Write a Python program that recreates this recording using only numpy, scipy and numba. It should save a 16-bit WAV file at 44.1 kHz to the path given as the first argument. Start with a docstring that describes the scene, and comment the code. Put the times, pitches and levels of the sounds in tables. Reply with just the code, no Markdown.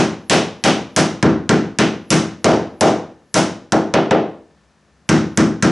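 """In a boat workshop, a steel hammer taps a glued wooden block into the rail of a wooden boat.
Blows come about three a second, with a few pauses. Each is a short noise crack of steel on wood and a
woody tock of fading sines; the hull rings as longer sines and fading noise, for about half a second.
Blows differ in force, sharpness of contact, hollowness of the struck spot and looseness of the block.
Soft noise and a faint hum fill the pauses; the camera's limiter holds down the loud peaks."""
import sys
import numpy as np
from scipy import signal
from scipy.fft import rfft, irfft, next_fast_len
from scipy.io import wavfile
from scipy.ndimage import map_coordinates
from numba import njit

SR = 44100
rng = np.random.default_rng(int(sys.argv[2]) if len(sys.argv) > 2 else 0)


def store_pcm(level_fs):
    """Save levels as 16-bit WAV."""
    pcm = np.round(np.clip(level_fs, -1, 1) * 32767).astype(np.int16)
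    wavfile.write(sys.argv[1], SR, np.atleast_2d(pcm).T)


N = 251811  # length in samples

# strongest resonances of the hull in the workshop:
# (frequency [Hz], relative level [dB], time to fade by 60 dB [s])
HULL_MODES = [(85, -21.5, 0.7), (99.4, -15.5, 0.41), (113.3, -13, 0.47), (134, -7, 0.35), (158.5, -2, 0.38),
              (170, -8.5, 0.42), (186.8, -6, 0.36), (197.5, -7.5, 0.45), (212, -3.0, 0.44),
              (243.9, -5.5, 0.42), (261.2, -6.5, 0.44), (282.3, -9, 0.45), (321.7, -0.5, 0.46),
              (330.7, -6, 0.36), (361, -8, 0.35), (386, -5.0, 0.39), (433.4, -3.5, 0.39),
              (480.6, -12.5, 0.31), (520, -9.5, 0.35), (555, -6.5, 0.22), (623, -5, 0.29), (677.3, -7, 0.3),
              (780, -6.5, 0.36), (882, -14.5, 0.4), (1052.3, -14, 0.38), (1227, -15.5, 0.25),
              (1352, -9.5, 0.22), (3027.6, -19.5, 0.37), (3316, -22.5, 0.37)]
# colour of the dense ring between those resonances: (frequency [Hz], relative level [dB per Hz])
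RING_COLOUR = [(25, -34.5), (55, -29), (100, -11.5), (170, -0.5), (340, 0.5), (500, -1.5), (700, -3),
               (1050, -8), (1400, -8.5), (2200, -14.5), (4600, -20.5), (5900, -17), (7500, -25.5),
               (11000, -33), (13000, -70)]


def amp(db):
    """Turn decibels into a gain."""
    return 10 ** (np.asarray(db) / 20)


def unit(x):
    """Scale to an rms (average strength) of 1."""
    return x / np.sqrt(np.mean(x ** 2) + 1e-20)


def along(points, hz):
    """Read a curve of (frequency, value) points on a logarithmic frequency axis."""
    point_hz, value = np.transpose(points)
    return np.interp(np.log(hz + 1), np.log(point_hz + 1), value)


def filtered(x, response):
    """Multiply each frequency of x by the gain that response gives for it."""
    size = x.shape[-1]
    padded = next_fast_len(size + 4096)  # room for the filter's tail
    spectrum = rfft(x, padded) * response(np.fft.rfftfreq(padded, 1 / SR))
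    return irfft(spectrum, padded)[..., :size]


def noise(colour, size):
    """Coloured stereo noise of rms 1: a part both microphones share, plus a weaker part that differs."""
    # the differing part against the shared one: (frequency [Hz], level [dB])
    side_level = [(30, -4.5), (120, -23.5), (500, -19.5), (2000, -16.5), (10000, -12.5)]
    mid, side = filtered(rng.standard_normal((2, size)), lambda hz: amp(along(colour, hz)))
    side = filtered(side, lambda hz: amp(along(side_level, hz)))
    return unit(np.array([mid + side, mid - side]))


def bell(hz, centre_hz, octaves):
    """A smooth hump of height 1 on a logarithmic frequency axis."""
    return np.exp(-.5 * (np.log2((hz + 1) / centre_hz) / octaves) ** 2)


def blow_colour(hz, sharpness, hollow_db, rattle_db):
    """A sharp contact trades thud for treble; a hollow spot adds knock, a loose block adds rattle."""
    contact_hz = 4650  # the treble tilts from about here upward
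    treble = .5 * np.log2(1 + (hz / contact_hz) ** 2)
    # a dull contact pushes the planks longer: 0.22 dB of thud per dB/octave of dullness
    thud = 0.22 * bell(hz, centre_hz=350, octaves=0.48)
    knock = bell(hz, centre_hz=670, octaves=0.66)
    rattle = bell(hz, centre_hz=2930, octaves=0.54)
    return amp(sharpness * (treble - thud) + hollow_db * knock + rattle_db * rattle)


def crack_of_steel(t, crack_t60=0.0065, scatter_db=-13.0, scatter_t60=0.06):
    """The noise burst of steel on wood, then weaker scatter off the nearby boards (t60 in s)."""
    # colour of steel on wood: (frequency [Hz], relative level [dB per Hz])
    crack_colour = [(300, -22), (900, -4.5), (1600, 4.5), (3500, 3), (6200, 9), (8500, 4.5), (11000, -7.5),
                    (13000, -43)]
    crack_fade = amp(-60 * t / crack_t60)
    scatter_fade = amp(scatter_db - 60 * t / scatter_t60)
    return noise(crack_colour, len(t)) * (crack_fade + scatter_fade)


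def block_tock(t, colour, scatter_db=2, detune=0.004, rise_s=0.0024):
    """Block and rail sound as brief sines; strength and pitch vary a little from blow to blow."""
    # resonances of block and rail, damped by glue and the steadying hand:
    # (frequency [Hz], relative level [dB], time to fade by 60 dB [s])
    block_modes = [(545, -2, 0.069), (787, -14.5, 0.015), (1410, -15, 0.15), (1578, -11.5, 0.22),
                   (1762, -5.5, 0.044), (1967, -11, 0.11), (2255, -4, .04), (6330, -4, 0.048)]
    hz, db, t60 = np.transpose(block_modes)[:, :, None]
    strength, shift, phase = rng.standard_normal((3, *hz.shape))
    level = colour(hz) * amp(db + scatter_db * strength - 60 * t / t60)
    wave = np.sin(2 * np.pi * (hz * (1 + detune * shift) * t + phase))
    # both microphones hear the block alike
    return np.sum(level * wave, axis=0) * (1 - np.exp(-t / rise_s))


def hull_resonances(t, phases, scatter_db=2.0, swell_s=0.012, apart_db=0.76):
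    """Fading sines swell as the blow spreads through the planks; the two microphones hear them unequally."""
    hz, db, t60 = np.transpose(HULL_MODES)[:, :, None]
    level = amp(db + scatter_db * rng.standard_normal(hz.shape) - 60 * t / t60)
    wave = np.sin(2 * np.pi * hz * t + phases)
    pickup = amp(apart_db * rng.standard_normal((2, len(HULL_MODES))))
    return pickup @ (level * wave) * (1 - np.exp(-t / swell_s))


def die_away(x):
    """Let each frequency of the ring fade at its own speed."""
    # (frequency [Hz], time to fade by 60 dB [s])
    ring_t60 = [(80, 0.63), (220, 0.48), (600, 0.47), (1500, 0.42), (4000, 0.41), (7000, 0.36),
                (11000, 0.28)]
    hz, t, pieces = signal.stft(x, SR, nperseg=256)
    fade = amp(-60 * t / along(ring_t60, hz)[:, None])
    return signal.istft(pieces * fade, SR, nperseg=256)[1][:, :x.shape[-1]]


def dense_ring(t, usual, bass_hz=600, bass_swell_s=0.024, treble_swell_s=0.00044):
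    """Fading noise for countless weak resonances and wall echoes, part repeated and part new each blow."""
    # how much of the ring's power is new at each blow: (frequency [Hz], share [0-1])
    renewed = [(200, .25), (900, 0.53), (2500, 0.6), (8000, 0.1)]
    fresh = filtered(noise(RING_COLOUR, len(t)), lambda hz: np.sqrt(along(renewed, hz)))
    repeated = filtered(usual, lambda hz: np.sqrt(1 - along(renewed, hz)))
    ring = die_away(fresh + repeated)
    bass = filtered(ring, lambda hz: 1 / (1 + (hz / bass_hz) ** 2))
    treble = ring - bass
    # the heavy planks take longer to get moving than the small block
    return bass * (1 - np.exp(-t / bass_swell_s)) + treble * (1 - np.exp(-t / treble_swell_s))


def striking_spot(hz, depth_db=1.0, spacing_hz=130):
    """Each spot favours some frequencies of the dense ring and misses others, more so higher up."""
    knots = rng.standard_normal(1024)
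    ripple = map_coordinates(knots, [hz / spacing_hz], mode="mirror")  # a smooth random curve
    return depth_db * hz / (hz + 600) * ripple


def add(out, start_s, x):
    """Mix x into out from start_s on; what falls outside is dropped."""
    start = round(start_s * SR)
    x = x[:, max(-start, 0):N - start]
    out[:, max(start, 0):][:, :x.shape[1]] += x


def hammer(modes_db=-9.5, ring_db=-7.0, block_db=-10.0):
    """Every blow drives the same hull; its force and the way it lands set its level and colour."""
    # (time [s], force [dB], sharpness of contact [dB per octave], hollowness of the spot [dB],
    #  rattle of the block in its gap [dB])
    blows = [(-.045, 0.8, 1, -1, 1.5), (0.2977, 3, 6, 3, 7), (0.639, 1.3, 4, 2.5, 7),
             (0.9633, 1.9, 5, -1, 1), (1.2272, 4, -18.5, -6, -5), (1.4925, 3.4, -9.5, -6, -2.5),
             (1.787, 0.1, -3.5, -2.5, 4), (2.1048, 3, 5, -3.5, 0), (2.4441, 4.5, -4, 5, 0.5),
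             (2.8095, 1.9, 1, 7.5, 1), (3.3426, 3, 6, 0, 0), (3.7219, -2.2, -7.5, 4.5, -3.5),
             (3.9392, -2.3, -14.5, 4, 4.5), (4.1096, -4, -18.5, 7.5, 4.5), (5.091, 6, -6, -8.5, -3.5),
             (5.3744, 4, -7, -9, -7.5), (5.6251, 3.5, -7.5, -8, -5.5)]
    crack_share = 0.86  # part of the sharpness that colours the crack
    tock_per_solidity = 0.36  # the block tocks most on a solid spot: dB gained per dB less hollowness
    brief = np.arange(round(0.12 * SR)) / SR  # time in the crack and tock
    t = np.arange(round(0.7 * SR)) / SR  # time in the ring
    out = np.zeros((2, N))
    phases = rng.uniform(0, 2 * np.pi, (len(HULL_MODES), 1))
    usual = noise(RING_COLOUR, len(t))
    for start_s, force_db, sharpness, hollow_db, rattle_db in blows:
        colour = lambda hz: blow_colour(hz, sharpness, hollow_db, rattle_db)
        crack_tint = lambda hz: blow_colour(hz, crack_share * sharpness, hollow_db, rattle_db)
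        crack = filtered(crack_of_steel(brief), crack_tint)
        tock = amp(block_db - tock_per_solidity * hollow_db) * block_tock(brief, colour)
        modes = amp(modes_db) * hull_resonances(t, phases)
        wash = filtered(dense_ring(t, usual), lambda hz: amp(striking_spot(hz)))
        ring = filtered(modes + amp(ring_db) * wash, colour)
        add(out, start_s, amp(force_db) * (crack + tock))
        add(out, start_s, amp(force_db) * ring)
    return out


def workshop(air_db=-57, lean_db=1.1):
    """Still air as steady noise and a distant machine as steady sines, a little to the left."""
    # colour of the air: (frequency [Hz], relative level [dB per Hz])
    air_colour = [(18, -67), (30, -32.5), (50, -20), (63, -1.5), (120, -14.5), (160, -7.5), (270, -12.5),
                  (1490, -19.5), (1770, -20), (1950, -23.5), (3530, -28), (6230, -29.5), (11000, -42),
                  (14300, -65.5), (22000, -120)]
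    # tones of the distant machine, before the lean to the left: (frequency [Hz], rms level [dB])
    hum_tones = [(66, -69.5), (157, -66.5), (210, -66.5), (1776, -74.5)]
    t = np.arange(N) / SR
    hum = np.zeros(N)
    for hz, db in hum_tones:
        hum += amp(db) * np.sqrt(2) * np.sin(2 * np.pi * (hz * t + rng.random()))
    air = amp(air_db) * noise(air_colour, N)
    return (air + hum) * amp([[lean_db / 2], [-lean_db / 2]])


def scene():
    """Mix hammer and workshop; the bass of the whole lies a little to the left."""
    # (frequency [Hz], left minus right [dB])
    left_lean = [(100, 2.5), (250, 1.3), (600, 0.5), (2000, 0), (10000, 0)]
    mix = hammer() + workshop()
    return filtered(mix, lambda hz: amp(np.outer([.5, -.5], along(left_lean, hz))))


@njit
def follow(x, attack, release):
    """Follow a level up and down with two time constants, in samples."""
    out = np.empty_like(x)
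    level = 0.
    for i in range(len(x)):
        level += (x[i] - level) / (attack if x[i] > level else release)
        out[i] = level
    return out


def limiter(x, ceiling_db=-3.5, attack_s=0.000067, release_s=0.013, linger=0.2, recovery_s=0.79):
    """Pull peaks down almost at once; most of the gain returns quickly, a part of it slowly."""
    peak = follow(np.abs(x).max(axis=0), attack_s * SR, release_s * SR)
    over_db = np.maximum(20 * np.log10(peak + 1e-9) - ceiling_db, 0)
    # linger is the share of the cut that returns slowly
    held_db = follow(over_db * linger, release_s * SR / 10, recovery_s * SR)
    return x * amp(-np.maximum(over_db, held_db))


def record(dry, clip_db=-2.5, hardness=5, top_hz=11200):
    """The camera limits, rounds off what slips past, and keeps nothing above its band limit."""
    x = limiter(dry)
    rounded = x / (1 + np.abs(x / amp(clip_db)) ** hardness) ** (1 / hardness)
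    return filtered(rounded, lambda hz: hz < top_hz)


dry = scene()
out = record(dry)
store_pcm(out)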